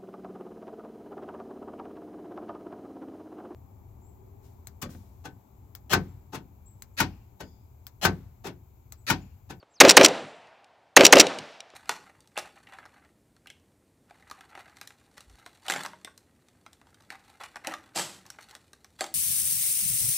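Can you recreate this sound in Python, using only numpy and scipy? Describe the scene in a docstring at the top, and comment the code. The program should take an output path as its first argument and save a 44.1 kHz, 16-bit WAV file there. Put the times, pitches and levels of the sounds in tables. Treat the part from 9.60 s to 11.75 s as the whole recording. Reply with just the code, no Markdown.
"""A soft knock and a thin bird whistle come first, then a self-loading rifle fires a quick pair, very close.
Each shot is a hammer click and a shaped-noise blast that overloads the microphone; noise and decaying tones
make the returns from earth banks and the roll from trees, while bursts of steel noise make the bolt slam home.
Small ringing metal ticks fill the pause before a second pair like the first.
More ticks, a faint rustle and a soft knock follow; still air, a steady coloured noise, lies under it all."""
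import sys
import numpy as np
from scipy import signal
from scipy.fft import rfft, irfft
from scipy.io import wavfile

SR = 44100
rng = np.random.default_rng(int(sys.argv[2]) if len(sys.argv) > 2 else 0)


def pcm_store(signal):
    """Save signal as 16-bit PCM."""
    levels = np.round(np.clip(np.atleast_2d(signal), -1, 1) * 32767)
    wavfile.write(sys.argv[1], SR, levels.astype(np.int16).T)


N = 94815  # length of the scene [samples]

# In all tables "t60" is the time a sound takes to fade by 60 dB,
# and "hold" is the time from the start of a sound until its fade begins.


def amp(db):
    """Turns decibels into a plain gain."""
    return 10 ** (np.asarray(db) / 20)


def clock(seconds):
    """Gives the time of every sample, in seconds."""
    return np.arange(int(seconds * SR)) / SR


def read(table, hz, axis=1):
    """Reads one column of a table at these frequencies, evenly spaced by pitch."""
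    columns = np.transpose(table)
    return np.interp(np.log(hz + 1), np.log(columns[0]), columns[axis])


def add(mix, start, sound):
    """Mixes a sound in at a start time in seconds."""
    part = mix[max(round(start * SR), 0):][:len(sound)]
    part += sound[:len(part)]


def swell(t, rise, hold, t60):
    """A straight rise from silence, times an exponential fade that begins at the hold time."""
    attack = np.minimum(t / max(rise, 1e-5), 1)
    fade = amp(-60 * np.maximum(t - hold, 0) / t60)
    return attack * fade


def noise(size):
    """White noise: an even hiss."""
    return rng.standard_normal(size)


def smooth_noise(size, count):
    """Noise with equal strength at every frequency and random phases, repeated count times."""
    phases = np.exp(2j * np.pi * rng.random(size // 2 + 1))
    return np.tile(irfft(phases, size) * np.sqrt(size), count)


def colour(white, table):
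    """Makes some pitches of a white noise stronger than others and keeps its power."""
    gain = amp(read(table, np.fft.rfftfreq(len(white), 1 / SR)))
    even_power = gain / np.sqrt(np.mean(gain ** 2))
    return irfft(rfft(white) * even_power, len(white))


def by_band(x, envelope, count=12):
    """Splits a sound into overlapping bands and shapes each with its own envelope(t, hz)."""
    t = np.arange(len(x)) / SR
    hz = np.fft.rfftfreq(len(x), 1 / SR)
    centres = np.geomspace(70, 14000, count)
    spectrum = rfft(x)
    out = np.zeros(len(x))
    for centre, peak in zip(centres, np.eye(count)):
        weight = np.interp(np.log(hz + 1), np.log(centres), peak)
        out += irfft(spectrum * weight, len(x)) * envelope(t, centre)
    return out


def ring(modes, t):
    """Struck metal or a hollow space: pure tones that die away."""
    return sum(amp(db - 60 * t / t60) * np.sin(2 * np.pi * hz * t) for hz, db, t60 in modes)


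ALIKE_BELOW_HZ = 2500  # around here the shared sound gives way to fresh noise


def alike(shared):
    """Keeps the bass and mids that all shots share and draws fresh treble."""
    hz = np.fft.rfftfreq(len(shared), 1 / SR)
    same = 1 / np.sqrt(1 + (hz / ALIKE_BELOW_HZ) ** 4)
    fresh = np.sqrt(1 - same ** 2) * rfft(noise(len(shared)))
    return irfft(same * rfft(shared) + fresh, len(shared))


# The shots: (time [s], level [dB], hammer level [dB], lead of the hammer before the blast [s])
SHOT_TIMES = [(0.2067, 1, -5, 0.0049), (0.3683, 0.5, -27.5, .004), (1.3653, 0.5, -25, .004),
              (1.5255, 0.5, -27.5, .004)]


def shots():
    """Each shot is a hammer click, a blast, early returns from the banks and long echoes."""
    out = np.zeros(N)
    gas = smooth_noise(size=768, count=6)
    slap = smooth_noise(size=256, count=16)
    scatter = smooth_noise(size=3072, count=6)
    field = noise(size=49152)
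    for start, db, hammer_db, lead in SHOT_TIMES:
        hammer(out, start - lead, hammer_db, lead)
        add(out, start, amp(db) * blast(gas))
        add(out, start, amp(db) * bay(scatter, slap))
        add(out, start, amp(db) * range_echo(field))
        add(out, start + BACKSTOP_DELAY_S, amp(db) * backstop())
        add(out, start + THUMP_DELAY_S, amp(db) * thump())
        add(out, start, amp(db) * tree_roll())
    return out


# The muzzle blast: (frequency [Hz], level per Hz [dB], rise [s], hold [s])
BLAST_BANDS = [(50.6, -36, 0.007, .012), (178, -22.5, .009, 0.0088), (290, -9.5, 0.0084, 0.014),
               (594, -3.5, 0.006, 0.012), (1110, -9, 0.0057, 0.01), (2080, -6.5, .003, 0.009),
               (3970, -15, 0.0031, 0.009), (6300, -18.5, 0.00027, 0.01), (9700, -22.5, .0003, 0.0026),
               (16200, -36, .0003, 0.0073)]
BLAST_DB, BLAST_T60_S = 0, 0.027
PORT_HZ, PORT_DB, PORT_T60_S = 6440, 4.5, 0.007


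def blast(shared):
    """The shock front rings the microphone port; the gas cloud is noise whose treble rises fastest."""
    def envelope(t, hz):
        """Rise and fade of one band."""
        rise = read(BLAST_BANDS, hz, axis=2)
        hold = read(BLAST_BANDS, hz, axis=3)
        return swell(t, rise, hold, BLAST_T60_S)
    gas = by_band(colour(alike(shared), BLAST_BANDS), envelope)
    port = ring([(PORT_HZ, PORT_DB, PORT_T60_S)], np.arange(len(gas)) / SR)
    return amp(BLAST_DB) * gas + port


HAMMER_RISE_S, HAMMER_RING_DB = 0.0007, -8.5


def hammer(mix, start, db, lead):
    """The hammer and mechanism clatter and ring just before the blast."""
    add(mix, start, steel(db, HAMMER_RISE_S, lead / 2))
    add(mix, start, amp(db + HAMMER_RING_DB) * ring(TICK_TONES, np.arange(2048) / SR))


# Scatter from the gravel and banks: (frequency [Hz], level per Hz [dB])
SCATTER_COLOUR = [(50, -18.5), (120, -17), (180, -15.5), (250, 1), (400, 6.5), (650, 2), (820, -4),
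                  (1400, -8.5), (2600, -5.5), (4000, -16), (6500, -21.5), (9500, -30.5), (16000, -40.5)]
SCATTER_DB, SCATTER_RISE_S, SCATTER_HOLD_S, SCATTER_T60_S = -19, 0.034, 0.068, 0.16
# Boom between the banks: (frequency [Hz], level [dB])
BOOM_TONES = [(236, -6), (284, -7.5), (366, -2), (424, -3), (500, -5), (531, -5.5), (583, -5), (654, 3.5),
              (713, -10), (892, -9.5), (1029, -10.5), (1222, -13)]
BOOM_DB, BOOM_DELAY_S, BOOM_RISE_S, BOOM_HOLD_S, BOOM_T60_S = -19, 0.018, 0.041, 0.045, 0.09
# Single echoes from the banks:
# (delay [s], crack level [dB], hollow body level [dB], body frequency [Hz], body t60 [s])
BANK_ECHOES = [(0.024, -20.5, -10.5, 290.2, .06), (.0295, -11.5, -9, 345.6, 0.062),
               (.0434, -1.5, -2, 568.2, 0.041), (.0505, -14.5, -12.5, 440, .03),
               (0.07, -13, -8, 331.7, 0.051)]
# Colour of an echo's crack: (frequency [Hz], level per Hz [dB], t60 [s])
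CRACK_COLOUR = [(101, -32, 0.016), (308, -13.5, 0.01), (574, 1.5, .035), (1006, 2.5, .025),
                (2383, 0.5, .013), (4630, -6, 0.026), (8000, -17, 0.0054), (16000, -26.5, .006)]
CRACK_DB, CRACK_RISE_S, CRACK_HOLD_S, BODY_RISE_S = -4, 0.0002, 0.00033, 0.001


def bay(scatter, slap):
    """Banks send back dense scatter, a boom whose tones swell and die as one, and separate slaps."""
    t = np.arange(len(scatter)) / SR
    shape = swell(t, SCATTER_RISE_S, SCATTER_HOLD_S, SCATTER_T60_S)
    out = amp(SCATTER_DB) * colour(alike(scatter), SCATTER_COLOUR) * shape

    boom = sum(amp(db) * np.sin(2 * np.pi * hz * t) for hz, db in BOOM_TONES)
    boom_t = np.maximum(t - BOOM_DELAY_S, 0)
    out += amp(BOOM_DB) * boom * swell(boom_t, BOOM_RISE_S, BOOM_HOLD_S, BOOM_T60_S)

    def crack_envelope(t, hz):
        """Sharp start and fade of one band of a slap."""
        return swell(t, CRACK_RISE_S, CRACK_HOLD_S, read(CRACK_COLOUR, hz, axis=2))
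    crack = by_band(colour(alike(slap), CRACK_COLOUR), crack_envelope)
    for delay, crack_db, body_db, hz, t60 in BANK_ECHOES:
        add(out, delay, amp(CRACK_DB + crack_db) * crack)
        body = ring([(hz, body_db, t60)], t)
        add(out, delay, body * np.minimum(t / BODY_RISE_S, 1))
    return out


PATCHY_DB, PATCH_S = 1.77, 0.016  # typical level change and spacing of the patches


def tail(white, table, rise):
    """Uneven terrain breaks an echo into patches; each band fades at its own speed."""
    def envelope(t, hz):
        """Uneven level and fade of one band."""
        patches = np.interp(t / PATCH_S, np.arange(256), noise(size=256))
        return amp(PATCHY_DB * patches) * swell(t, rise, 0, read(table, hz, axis=2))
    return by_band(colour(white, table), envelope)


# Reverberation of the range: (frequency [Hz], level per Hz [dB], t60 [s])
RANGE_BANDS = [(50, -28.5, 0.47), (148, -10.5, 0.77), (286, 5, 0.5), (576, 9, 0.5), (1053, -6.5, 0.69),
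               (2200, -12.5, 0.69), (3900, -11, 0.53), (6260, -24, 0.53), (9500, -36, 0.81),
               (12000, -43, .33), (16000, -52.5, .28)]
RANGE_DB, RANGE_RISE_S = -14, 0.093


def range_echo(field):
    """Many reflections around the range blur into one fading noise."""
    return amp(RANGE_DB) * tail(alike(field), RANGE_BANDS, RANGE_RISE_S)


# Return from the far backstop: (frequency [Hz], level per Hz [dB], t60 [s])
BACKSTOP_BANDS = [(50, -20, 0.34), (140, -8, 0.2), (300, -6, 0.23), (600, 1.5, 0.57), (1200, 1.5, 0.42),
                  (2600, -3, .35), (6000, -17.5, 0.52), (10000, -33, .25), (16000, -56.5, .2)]
BACKSTOP_DB, BACKSTOP_DELAY_S, BACKSTOP_RISE_S = -35, 0.16, 0.02


def backstop():
    """The far backstop sends back a late, blurred echo."""
    return amp(BACKSTOP_DB) * tail(noise(size=24576), BACKSTOP_BANDS, BACKSTOP_RISE_S)


# Low thump returned by the far bank: (frequency [Hz], level [dB], t60 [s])
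THUMP_TONES = [(70, -8, 0.13), (110, -4, .14), (150, -0.5, .16), (205, -1.5, .14), (270, -1.5, .12)]
THUMP_DB, THUMP_DELAY_S, THUMP_RISE_S = -41, 0.26, 0.006


def thump():
    """The far bank returns a low thump made of short bass tones."""
    t = np.arange(8192) / SR
    return amp(THUMP_DB) * ring(THUMP_TONES, t) * np.minimum(t / THUMP_RISE_S, 1)


# Roll from the distant trees: (frequency [Hz], level per Hz [dB], t60 [s])
ROLL_BANDS = [(60, -19, 0.88), (300, -10.5, 1.7), (520, -5.5, 1.8), (640, -0.5, 3), (1140, -12, 2.4),
              (2580, -6, 1.5), (5000, -16, 1.4), (10000, -37, 1), (16000, -61.5, .8)]
ROLL_DB, ROLL_RISE_S = -42.5, 0.47


def tree_roll():
    """Distant trees return a slow swell of noise that takes long to die."""
    return amp(ROLL_DB) * tail(noise(size=81920), ROLL_BANDS, ROLL_RISE_S)


# Steel parts of the action: (frequency [Hz], level per Hz [dB])
STEEL_COLOUR = [(100, -20.5), (600, -11), (1500, -9.5), (2100, -5.5), (2800, 0), (3400, -6.5), (3950, -1.5),
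                (4700, -3), (5300, -1.5), (5700, 5), (6400, -8.5), (7200, -0.5), (8000, -9.5),
                (10500, -19.5), (16000, -26.5)]
STEEL_T60_S = 0.015


def steel(db, rise, hold):
    """Steel chatters on steel: a short burst of coloured noise."""
    white = smooth_noise(size=1024, count=3)
    shape = swell(np.arange(len(white)) / SR, rise, hold, STEEL_T60_S)
    return amp(db) * colour(white, STEEL_COLOUR) * shape


# Knocks and slides of the bolt: (time [s], level [dB], rise [s], hold [s])
BOLT_BLOWS = [(0.2824, -19, .001, 0.0079), (0.2919, -3.5, .003, 0.0086), (.3080, -4.5, .0005, 0.0011),
              (0.3125, -11.5, .0005, 0.0021), (0.3172, -18, .001, 0.0023), (0.431, -19, .001, .012),
              (0.4452, -2.5, .003, 0.0064), (0.4589, -9, .0005, 0.0037), (0.4834, -28, .001, .003),
              (1.4348, -21, .001, .002), (1.442, -19.5, .002, 0.0055), (1.4494, -2.5, .002, .007),
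              (1.4650, -3, .0005, 0.0016), (1.4697, -22.5, .0005, .0015), (1.477, -28, .001, .003),
              (1.555, -15, .002, 0.0027), (1.581, -17.5, .001, 0.0082), (1.5964, -2.5, .002, 0.0075),
              (1.609, -8, .0004, 0.0028), (1.613, -20, .001, 0.0045)]
# Brief ring of the bolt carrier after each blow: (frequency [Hz], level [dB], t60 [s])
CARRIER_TONES = [(2610, -11, .04), (3030, -10, .04), (3980, -10, .025), (4770, -12, .035), (5700, 0, .03),
                 (6700, -11, .025), (7200, -6, .02)]
CARRIER_DB, BOLT_ECHO_DB = -9, -34.5


def bolt():
    """The bolt slides forward, slams shut and bounces; the bay echoes it."""
    out = np.zeros(N)
    for start, db, rise, hold in BOLT_BLOWS:
        add(out, start, steel(db, rise, hold))
        carrier = ring(CARRIER_TONES, np.arange(4096) / SR)
        add(out, start + rise, amp(db + CARRIER_DB) * carrier)

    def room_envelope(t, hz):
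        """Fade of one band of the echo."""
        return swell(t, 0, 0, read(RANGE_BANDS, hz, axis=2))
    room = by_band(noise(size=32768), room_envelope)
    echo = signal.fftconvolve(out, room / np.linalg.norm(room))[:N]
    return out + amp(BOLT_ECHO_DB) * echo


# Light ticks of trigger and spent cases: (time [s], level [dB], rise [s])
TICK_TIMES = [(0.8712, -54.5, .0003), (1.0435, -48.5, .0003), (1.6673, -15.5, 0.0019), (1.7865, -26, .0006),
              (1.790, -34, 0.00054), (2.0042, -28, .0008), (2.102, -47.5, .0004)]
# Their ringing tones: (frequency [Hz], level [dB], t60 [s])
TICK_TONES = [(2420, -7, 0.022), (2842, -2, 0.012), (3350, -10.5, 0.018), (3822, -8, 0.024),
              (4384, -2.5, 0.01), (5393, -11, .02), (5700, -11.5, 0.016), (6630, -10, 0.012),
              (8850, -9, 0.009)]
TICK_GRIT_DB = -6  # rough steel noise, relative to the tick


def ticks():
    """Small metal parts ring with short tones and a little steel noise."""
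    out = np.zeros(N)
    t = np.arange(4096) / SR
    for start, db, rise in TICK_TIMES:
        add(out, start, amp(db) * ring(TICK_TONES, t) * np.minimum(t / rise, 1))
        add(out, start, steel(db + TICK_GRIT_DB, rise, 0))
    return out


# Soft knocks of the rifle being handled: (time [s], level [dB])
KNOCK_TIMES = [(0.028, -45.5), (.170, -67), (2.137, -50.5)]
# Their colour: (frequency [Hz], level per Hz [dB])
KNOCK_COLOUR = [(60, -41), (300, -9), (550, -4.5), (850, -16), (1200, -7), (1800, -25), (3300, -26),
                (6000, -45), (16000, -65)]
KNOCK_RISE_S, KNOCK_HOLD_S, KNOCK_T60_S = 0.00052, 0.0015, 0.028


def knocks():
    """Handling the rifle makes dull knocks: short bursts of mostly low noise."""
    out = np.zeros(N)
    t = np.arange(4096) / SR
    for start, db in KNOCK_TIMES:
        dull = colour(smooth_noise(size=512, count=8), KNOCK_COLOUR)
        add(out, start, amp(db) * dull * swell(t, KNOCK_RISE_S, KNOCK_HOLD_S, KNOCK_T60_S))
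    return out


# Bird whistles, one curve each: (time [s], frequency [Hz], level [dB])
WHISTLE_CURVES = [
    [(0, 4950, -55), (.007, 4560, -60), (.025, 4250, -69)],
    [(.1, 7300, -78), (.127, 7740, -69), (.14, 7100, -66), (.148, 6200, -68)],
    [(.14, 5850, -62), (.155, 6400, -59), (.164, 5200, -56), (.18, 4450, -60), (.197, 3660, -58)],
]


def bird():
    """A bird's thin whistles are pure tones that slide in pitch and end falling."""
    out = np.zeros(N)
    for curve in WHISTLE_CURVES:
        times, hz, db = np.transpose(curve)
        t = times[0] + clock(times[-1] - times[0])
        phase = 2 * np.pi * np.cumsum(np.interp(t, times, hz)) / SR
        soft_ends = signal.windows.tukey(len(t), .1)
        add(out, times[0], amp(np.interp(t, times, db)) * np.sin(phase) * soft_ends)
    return out


# Faint rustle as the rifle swings to the next mark: (time [s], level [dB])
SWING_LEVEL = [(1.719, -59), (1.84, -53), (1.95, -55.5), (2.04, -66.5), (2.15, -63)]
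# Its colour: (frequency [Hz], level per Hz [dB])
RUSTLE_COLOUR = [(100, -5), (400, -8), (1500, 2), (3000, 2.5), (5500, -4), (9000, -22), (16000, -36)]


def swing():
    """Sleeve and sling rustle as the rifle turns: noise that swells and sinks."""
    out = np.zeros(N)
    times, db = np.transpose(SWING_LEVEL)
    t = times[0] + clock(times[-1] - times[0])
    rustle = colour(noise(N), RUSTLE_COLOUR)[:len(t)]
    add(out, times[0], amp(np.interp(t, times, db)) * rustle)
    return out


# The still air: (frequency [Hz], level per Hz [dB])
AIR_COLOUR = [(25, -8), (90, -1.5), (200, -8), (350, -7), (700, -1.5), (1500, -12), (4000, -19),
              (9000, -31.5), (16000, -44)]
AIR_DB = -66.5


def air():
    """Still air is a steady, very quiet coloured noise."""
    return amp(AIR_DB) * colour(noise(N), AIR_COLOUR)


def scene():
    """Everything reaches one microphone, heard the same on both sides."""
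    mono = shots() + bolt() + ticks() + knocks() + bird() + swing() + air()
    return np.array([mono, mono])


MIC_CUT_HZ, DISTORTION_CUT_HZ, TOP_HZ = 100, 400, 15800
KNEE, CEILING = 9.7, 0.91  # a higher knee bends more sharply; full scale is 1


def record(dry):
    """The microphone thins deep bass, overloads with a rounded knee and cuts the highest treble."""
    bass_cut = signal.butter(2, MIC_CUT_HZ, "high", fs=SR, output="sos")
    thin = signal.sosfilt(bass_cut, dry)
    clipped = thin / (1 + abs(thin / CEILING) ** (2 * KNEE)) ** (1 / (2 * KNEE))
    # only the upper part of what the overload changes is kept
    distortion_cut = signal.butter(2, DISTORTION_CUT_HZ, "high", fs=SR, output="sos")
    distortion = signal.sosfiltfilt(distortion_cut, clipped - thin)
    loud = np.clip(thin + distortion, -1, 1)
    treble_cut = signal.firwin(255, TOP_HZ, window=("kaiser", 7), fs=SR)
    return signal.oaconvolve(loud, treble_cut[None], "same")


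dry = scene()
out = record(dry)
pcm_store(out)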